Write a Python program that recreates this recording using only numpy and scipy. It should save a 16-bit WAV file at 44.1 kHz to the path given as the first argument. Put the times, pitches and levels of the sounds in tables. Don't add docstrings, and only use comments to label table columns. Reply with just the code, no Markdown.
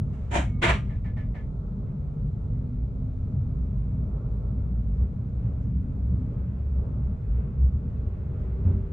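import sys
import numpy as np
from scipy import signal
from scipy.fft import rfft, irfft
from scipy.io import wavfile
from scipy.ndimage import uniform_filter1d

SR = 44100
rng = np.random.default_rng(int(sys.argv[2]) if len(sys.argv) > 2 else 0)


def dump(signal):
    limited = np.clip(np.atleast_2d(signal).T, -1, 1)
    pcm = np.round(limited * 32767).astype(np.int16)
    wavfile.write(sys.argv[1], SR, pcm)


N = 393372


def undb(db):
    return 10 ** (np.asarray(db) / 20)


def curve(rows, column=1):
    rows = np.asarray(rows, float)
    return np.interp(np.arange(N) / SR, rows[:, 0], rows[:, column])


def on_hz(table, size):
    hz, db = np.transpose(table)
    bins_hz = np.fft.rfftfreq(size, 1 / SR)
    return np.interp(np.log(bins_hz + 1), np.log(hz), db)


def walk(rate):
    step = 32
    hold = int(SR / rate / step)
    levels = np.repeat(rng.standard_normal(N // step // hold + 2), hold)
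    levels = uniform_filter1d(uniform_filter1d(levels, hold), hold)
    return np.interp(np.arange(N) / step, np.arange(len(levels)), levels / np.std(levels))


def swell(start_s, length_s):
    return np.sin(np.pi * np.clip((np.arange(N) / SR - start_s) / length_s, 0, 1)) ** 2


def fade(t60, seconds=1.):
    return np.exp(-np.log(1000) * np.arange(int(seconds * SR)) / SR / t60)


# frequency_hz, side_minus_mid_db
PORT_WIDTH = [(60, -15.5), (110, -24), (190, -20), (330, -10), (580, -5.5), (1020, 1), (1800, -2),
              (3180, -4.5), (5610, -0.5), (9900, -0.5)]
# frequency_hz, left_minus_right_db
PORT_LEAN = [(60, 0), (110, 0.0), (190, 0.0), (330, 0.5), (580, 2), (1020, -1), (1800, -1.5), (3180, 0),
             (5610, -0.5), (9900, -1)]


def diffuse(colour, size=N):
    mid, side = rfft(rng.standard_normal((2, size))) * undb(on_hz(colour, size))
    side = side * undb(on_hz(PORT_WIDTH, size))
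    lean = undb(on_hz(PORT_LEAN, size) / 2)
    pair = irfft(np.array([(mid + side) * lean, (mid - side) / lean]), size)
    return pair / np.std(pair.mean(axis=0))


def narrow(hz, width, rough=1e3):
    wobble = (1 + rough * (walk(width) + 1j * walk(width))) / np.sqrt(1 + 2 * rough ** 2)
    carrier = np.exp(2j * np.pi * np.cumsum(hz * np.ones(N)) / SR)
    band = np.sqrt(2) * wobble * carrier
    difference = min(np.mean(hz) / 1100, 1) * walk(9) * band.imag
    return band.real + np.array([[1], [-1]]) * difference


def tone(hz, gain):
    return np.sqrt(2) * gain * np.sin(2 * np.pi * np.cumsum(hz) / SR)


def ring(modes, bend=0., settle_s=1., spread=1.6):
    t = np.arange(SR) / SR
    t = t + bend * settle_s * (1 - np.exp(-t / settle_s))
    response = 0
    for hz, db, t60 in modes:
        phase = rng.uniform(0, 2 * np.pi) + rng.uniform(0, spread, (2, 1))
        response = response + undb(db) * fade(t60) * np.sin(2 * np.pi * hz * t + phase)
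    return response


def echo(colour, t60, rise_s):
    half = SR // 2
    envelope = fade(t60) * (1 - fade(rise_s * np.log(1000)))
    tail = diffuse(colour, size=half) * envelope[:half]
    return np.pad(tail, ((0, 0), (0, SR - half)))


def hits(events):
    force = np.zeros(N)
    for s, db in events:
        force[int(s * SR)] = undb(db)
    return force


def play(force, response):
    first, last = np.flatnonzero(force)[[0, -1]]
    sound = signal.fftconvolve(force[None, first:last + 1], response, axes=1)[:, :N - first]
    return np.pad(sound, ((0, 0), (first, N - first - sound.shape[1])))


# time_s, force_level_db
LEVER_RATTLE = [
    [(0, -81), (.115, -75), (.135, -64), (.16, -70.5), (.2, -70), (.30, -70.5)],
    [(.303, -66.5), (.311, -47), (.32, -46), (.335, -41), (.355, -32.5), (.375, -40), (.43, -54.5),
     (.47, -65.5), (.6, -92)],
    [(.614, -59), (.619, -41), (.626, -31), (.645, -33), (.658, -39.5), (.671, -40.5), (.677, -37),
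     (.684, -36), (.697, -34), (.712, -46), (.74, -48), (.78, -60.5), (.83, -73.5), (.98, -82)],
]
# frequency_hz, relative_level_db_per_hz
LEVER_COLOUR = [
    [(400, -2), (700, -4), (1300, -11), (2700, -19.5), (4500, -33), (7500, -33), (10000, -43), (12000, -69)],
    [(150, -2), (300, 1), (450, -14), (570, -1), (690, -3.5), (830, -10.5), (940, -5), (1030, -9),
     (1150, -17), (1550, -10), (2400, -13.5), (3000, -16.5), (3900, -24.5), (4800, -35.5), (7100, -25),
     (10300, -42.5), (10900, -51.5), (15000, -68)],
    [(180, -25), (390, 2), (510, -5.5), (660, 2), (780, -8.5), (1000, -2.5), (1350, -6.5), (1620, -3.5),
     (2350, -3.5), (3000, -9), (3900, -17), (4800, -28.5), (7600, -27), (10300, -39.5), (10900, -58),
     (15000, -57)],
]
# frequency_hz, relative_level_db, t60_s
LEVER_MODES = [(395, -24, .2), (668, -20, 0.2), (889, -25, 0.2), (1005, -24, 0.16), (1210, -25, 0.34),
               (1360, -22, 0.25), (1730, -22, 0.19), (2325, -21, 0.2), (2407, -22, .2), (2550, -30, 0.27),
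               (2843, -23, 0.2), (3180, -29, .25), (1935, -22, .24), (3870, -30, .2), (5790, -36, .2)]
# frequency_hz, level_db, t60_s
SPRING_MODES = [(1215, -58, 2.0), (2205, -55.5, 1.5), (2232, -61, .8), (3870, -70, .8), (4110, -78, 1.2),
                (5780, -76, .7)]
# struck_s, stopped_s
SPRING_TIMES = (.37, .62)


def throws():
    echoes, impacts_per_s, cab_t60_s = 6, 4500, 0.15
    t, out, modes = np.arange(N) / SR, 0, ring(LEVER_MODES)
    for rows, colour, ring_db in zip(LEVER_RATTLE, LEVER_COLOUR, (-20, -3, 4)):
        chance = rng.random((3, N))
        rattle = (chance[0] < impacts_per_s / SR) * (2 * chance[1] - 1)
        force = rattle * (t > rows[0][0]) * (t < rows[-1][0]) * undb(curve(rows))
        chosen_echo = (chance[2] * echoes).astype(int)
        for number in range(echoes):
            response = echo(colour, cab_t60_s, 0.00027) + undb(ring_db) * modes
            out = out + play(force * (chosen_echo == number), response)
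    struck_s, stopped_s = SPRING_TIMES
    spring = play(hits([(struck_s, 0)]), ring(SPRING_MODES)) * (t < stopped_s)
    return out + spring


# start_s, impact_level_db
NOTCH_HITS = [(.89, -43.5), (1.04, -40.5), (1.163, -39), (1.342, -38.5)]
# frequency_hz, relative_level_db_per_hz
NOTCH_CAB_COLOUR = [(500, 0), (700, 7), (950, -1), (1400, -5.5), (1750, -2), (2000, 3), (2300, 1),
                    (2550, -10), (3300, -13.5), (4600, -25), (7500, -33), (10000, -43)]
# frequency_hz, relative_level_db, t60_s
CATCH_MODES = [(1728, -8.5, 0.45), (1785, -17, .2), (2050, -17, 0.1), (2280, -17, .08), (950, -18, .2),
               (1235, -22, 0.3)]


def notches():
    free_s, sharpness, settle_s = 0.077, 0.3, 0.008
    t = np.arange(SR) / SR
    damping = undb(-1600 * np.maximum(t - free_s, 0))
    seat = (1 - fade(0.06)) ** 2 * damping
    catch = seat * ring(CATCH_MODES, sharpness, settle_s, spread=.8)
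    out = 0
    for notch in NOTCH_HITS:
        cab = undb(-4.0) * echo(NOTCH_CAB_COLOUR, 0.26, 0.018)
        out = out + play(hits([notch]), cab + catch)
    return out


# time_s, pitch_hz, level_db before random dips
BODY_BOOM = [(0.0, 67.6, -46), (0.3, 63.76, -31), (.45, 56.53, -32.5), (.7, 62, -37), (1.0, 66.8, -33.5),
             (1.3, 51, -39.5), (2.0, 51, -42), (2.8, 50.93, -34), (2.95, 67.36, -35.5), (3.5, 67.16, -33.5),
             (3.65, 56.95, -28), (4.7, 59.8, -31), (4.95, 55.94, -23.5), (5.15, 66.25, -57), (5.4, 67, -24),
             (5.7, 64.1, -31), (5.93, 69.07, -44.5), (6.3, 66, -31), (6.8, 67.97, -26.5), (7.2, 63.5, -40),
             (7.5, 63.86, -36.5), (7.9, 66.43, -33.5), (8.1, 66.64, -29.5), (8.25, 67, -34.5),
             (8.45, 68.9, -28), (8.65, 59.3, -29), (8.92, 66.3, -33)]
# centre_s, half_height_length_s, peak_rms_level_db
BOOM_SURGES = [(0.413, 0.22, -26.5), (0.715, 0.073, -21), (2.833, 0.12, -28.5), (4.324, 0.049, -23.5),
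               (4.448, 0.08, -28), (4.58, 0.05, -26), (4.746, 0.066, -25), (5.026, 0.074, -20),
               (5.384, 0.071, -26.5), (5.559, 0.1, -31), (5.771, 0.052, -22), (6.087, 0.15, -24),
               (6.613, 0.051, -27.5), (6.778, 0.053, -20.5), (7.067, 0.12, -25), (7.356, 0.12, -21.5),
               (7.642, 0.093, -16), (7.757, 0.036, -20)]


def boom():
    dip_db, flutter_per_s = 3, 12
    steady = undb(curve(BODY_BOOM, column=2) - dip_db * walk(flutter_per_s) ** 2)
    surges = sum(undb(db) * swell(s - length, 2 * length) for s, length, db in BOOM_SURGES)
    pitch_hz = curve(BODY_BOOM) * (1 + 0.0601 * walk(15))
    return tone(pitch_hz, np.maximum(steady, surges))


# time_s, level_db before flutter
WHEEL_LEVEL = [(0, -31), (.25, -35.5), (.5, -29.5), (1.0, -32.5), (1.8, -34), (2.3, -32), (3.0, -31.5),
               (3.6, -33), (4.0, -30.5), (5.0, -30), (5.24, -34), (5.45, -31), (6.5, -32), (7.5, -31.5),
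               (8.55, -33.5), (8.69, -27.5), (8.92, -34.5)]
# frequency_hz, relative_level_db_per_hz
WHEEL_COLOUR = [(44, -31), (75, -7), (91, -6.5), (117, -5.5), (151, -8.5), (172, -15), (194, -11.5),
                (216, -17), (254, -19.5), (301, -33), (330, -37), (430, -62.5), (730, -120)]
# frequency_hz, relative_level_db_per_hz
SWAY_COLOUR = [(11, -46), (18, -20), (30, -6.5), (48, 5.5), (62, 0.5), (78, -6.5), (100, -32.5), (200, -88)]


def rolling():
    flutter_db, flutter_per_s, sway_db = 1.6, 7.6, -35.5
    wheels = undb(curve(WHEEL_LEVEL) + flutter_db * walk(flutter_per_s)) * diffuse(WHEEL_COLOUR)
    sway = undb(sway_db + 0.68 * walk(0.5)) * diffuse(SWAY_COLOUR)
    return wheels + sway


# start_s, length_s, centre_hz, half_amplitude_width_hz, peak_rms_level_db
FLOOR_DRONES = [(0, 0.43, 100.8, 4.3, -36), (1.604, 1.22, 150, 12, -39.5), (2.499, 1.16, 149.6, 2.7, -38.5),
                (2.007, 1.7, 102.3, 4.02, -42.5), (3.496, 3.9, 115.2, 4.9, -39.5),
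                (3.997, 3.14, 184.6, 11.3, -41), (5.3, .5, 112, 9.4, -33.5), (7.7, 0.3, 150, 12, -39),
                (7.95, 0.35, 95.95, 20, -32), (8.22, .28, 96, 10, -32)]


def drones():
    hz_axis, out = np.fft.rfftfreq(N, 1 / SR), 0
    for s, length, hz, width, db in FLOOR_DRONES:
        resonance = 1 / (1 + ((hz_axis - hz) / (width / 2)) ** 2)
        band = irfft(rfft(rng.standard_normal(N)) * resonance, N)
        out = out + undb(db) * swell(s, length) ** .5 * band / np.std(band)
    return out


# start_s, impact_level_db
JOINT_HITS = [(5.0, -54.5), (7.37, -57), (8.645, -43)]
# frequency_hz, relative_level_db_per_hz
JOINT_CAB_COLOUR = [(150, -4.5), (400, -3), (1000, -12), (2500, -30.5), (5000, -47.5), (7500, -40.5),
                    (10000, -61.5)]
# frequency_hz, relative_level_db, t60_s
FLOOR_MODES = [(89.8, 36, 0.33), (205.7, 14.5, 0.66), (253.4, 13, 0.51), (345, 4.5, .25)]
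# start_s, impact_level_db
TICK_HITS = [(4.92, -83.5), (5.6, -79.5), (8.38, -81.5)]
# frequency_hz, relative_level_db_per_hz
TICK_CAB_COLOUR = [(3500, -22), (5000, 2.5), (6500, 1.5), (7800, -7.5), (9500, -22)]


def joints():
    floor = (1 - fade(0.17)) * ring(FLOOR_MODES).mean(axis=0)
    knock = echo(JOINT_CAB_COLOUR, 0.32, 0.033) + floor
    tick = echo(TICK_CAB_COLOUR, .5, 0.012)
    return play(hits(JOINT_HITS), knock) + play(hits(TICK_HITS), tick)


# start_s, length_s, starting_pitch_hz, peak_rms_level_db, roughness (ratio)
GEAR_WHINES = [(2.48, 0.36, 240, -39.5, .25), (2.9, .42, 251, -43, .25), (5.2, 1.45, 261, -50.5, .3),
               (8.05, 1.4, 372, -50.5, .25)]


def gears():
    climb_hz_per_s, wander_per_s = 25, 18
    t, out = np.arange(N) / SR, 0
    for s, length, hz, db, rough in GEAR_WHINES:
        whine = narrow(hz + climb_hz_per_s * (t - s), wander_per_s, rough)
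        out = out + whine * swell(s, length) ** 0.33 * undb(db)
    return out


# centre_hz, envelope_rate_per_s, level_db before swells
CAB_PANELS = [(393, 40, -66), (478, 35, -67), (564, 31, -74), (631, 50, -70), (714, 30, -76),
              (807, 45, -80.5), (1020, 25, -82.5), (1070, 37, -82.5), (1333, 66, -81.5)]
# start_s, length_s, starting_hz, climb_hz_per_s, envelope_rate_per_s, peak_rms_level_db
SINGING_RAIL = (5, 5, 1006.5, 35, 60, -75.5)


def panels():
    swell_db, swell_per_s = 2.5, 4
    s, length, hz, climb, rate, db = SINGING_RAIL
    rail_band = narrow(hz + climb * (np.arange(N) / SR - s), rate)
    out = undb(db) * swell(s, length) ** .5 * rail_band
    for hz, rate, db in CAB_PANELS:
        out = out + undb(db + swell_db * walk(swell_per_s)) * narrow(hz, rate)
    return out


# frequency_hz, relative_level_db_per_hz
RAIL_COLOUR = [(160, -31), (280, -8.5), (348, -8.5), (393, -5), (464, -7), (524, -12), (618, -12),
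               (667, -21), (698, -17.5), (752, -24.5), (799, -20), (973, -24.5), (1330, -25), (1700, -45.5),
               (2210, -69), (3740, -120)]
# frequency_hz, relative_level_db_per_hz
UPPER_COLOUR = [(880, -28.5), (1500, -1.5), (1720, -7), (1940, -7.5), (2100, -6.5), (2360, -11.5),
                (2550, -10), (2760, -13.5), (3020, -17), (3500, -19), (4550, -46.5), (7700, -120)]
# centre_s, half_height_length_s, rail_lift_db, upper_lift_db
ROUGH_SPOTS = [(1.89, 0.055, 0, 5), (5.02, 0.093, 3.5, 2.5), (5.453, 0.098, 2.5, 3.5), (7.395, 0.12, 1, 5),
               (8.435, .15, 1.5, 3), (8.703, 0.075, 6, 3)]


def rail_hiss():
    rail_db, rail_db_per_s = -54, 0.2866
    upper_db, upper_db_per_s = -79.5, 1
    t = np.arange(N) / SR
    rail_lift_db, upper_lift_db = sum(np.outer(lift_db, swell(s - length, 2 * length))
                                      for s, length, *lift_db in ROUGH_SPOTS)
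    rail_level_db = rail_db + rail_db_per_s * t + rail_lift_db + 1.6 * walk(9.3)
    upper_level_db = upper_db + upper_db_per_s * t + upper_lift_db + 0.91 * walk(5.5)
    return undb(rail_level_db) * diffuse(RAIL_COLOUR) + undb(upper_level_db) * diffuse(UPPER_COLOUR)


# frequency_hz, relative_level_db_per_hz
AIR_COLOUR = [(1880, -27.5), (3200, -2), (3570, 0), (3860, -0.5), (4150, -3.5), (4300, -2), (5630, -7.5),
              (7270, -5.5), (9060, -13.5), (9810, -24), (10400, -28.5), (11200, -51.5), (13500, -58.5),
              (22000, -120)]


def air():
    return undb(-83.5 + .6 * walk(4.5)) * diffuse(AIR_COLOUR)


# pitch_hz, peak_level_db before random dips
ELECTRIC_HUM = [(888, -71), (2256, -83), (2466, -84.5), (2643, -94.5), (2875, -91), (3698, -99),
                (4107, -89.5)]


def hum():
    t, out = np.arange(N) / SR, 0
    for hz, db in ELECTRIC_HUM:
        gain = undb(db - 3.9 * walk(2.3) ** 2)
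        phase = 2.6 * walk(7.6) + rng.uniform(0, 2.0, (2, 1))
        out = out + gain * np.sin(2 * np.pi * hz * t + phase)
    return out


def scene():
    lever = throws() + notches()
    running = boom() + rolling() + drones() + joints() + gears()
    background = panels() + rail_hiss() + air() + hum()
    return lever + running + background


def record(dry):
    return signal.sosfilt(signal.ellip(8, .2, 60, 15500, fs=SR, output="sos"), dry)


dry = scene()
out = record(dry)
dump(out)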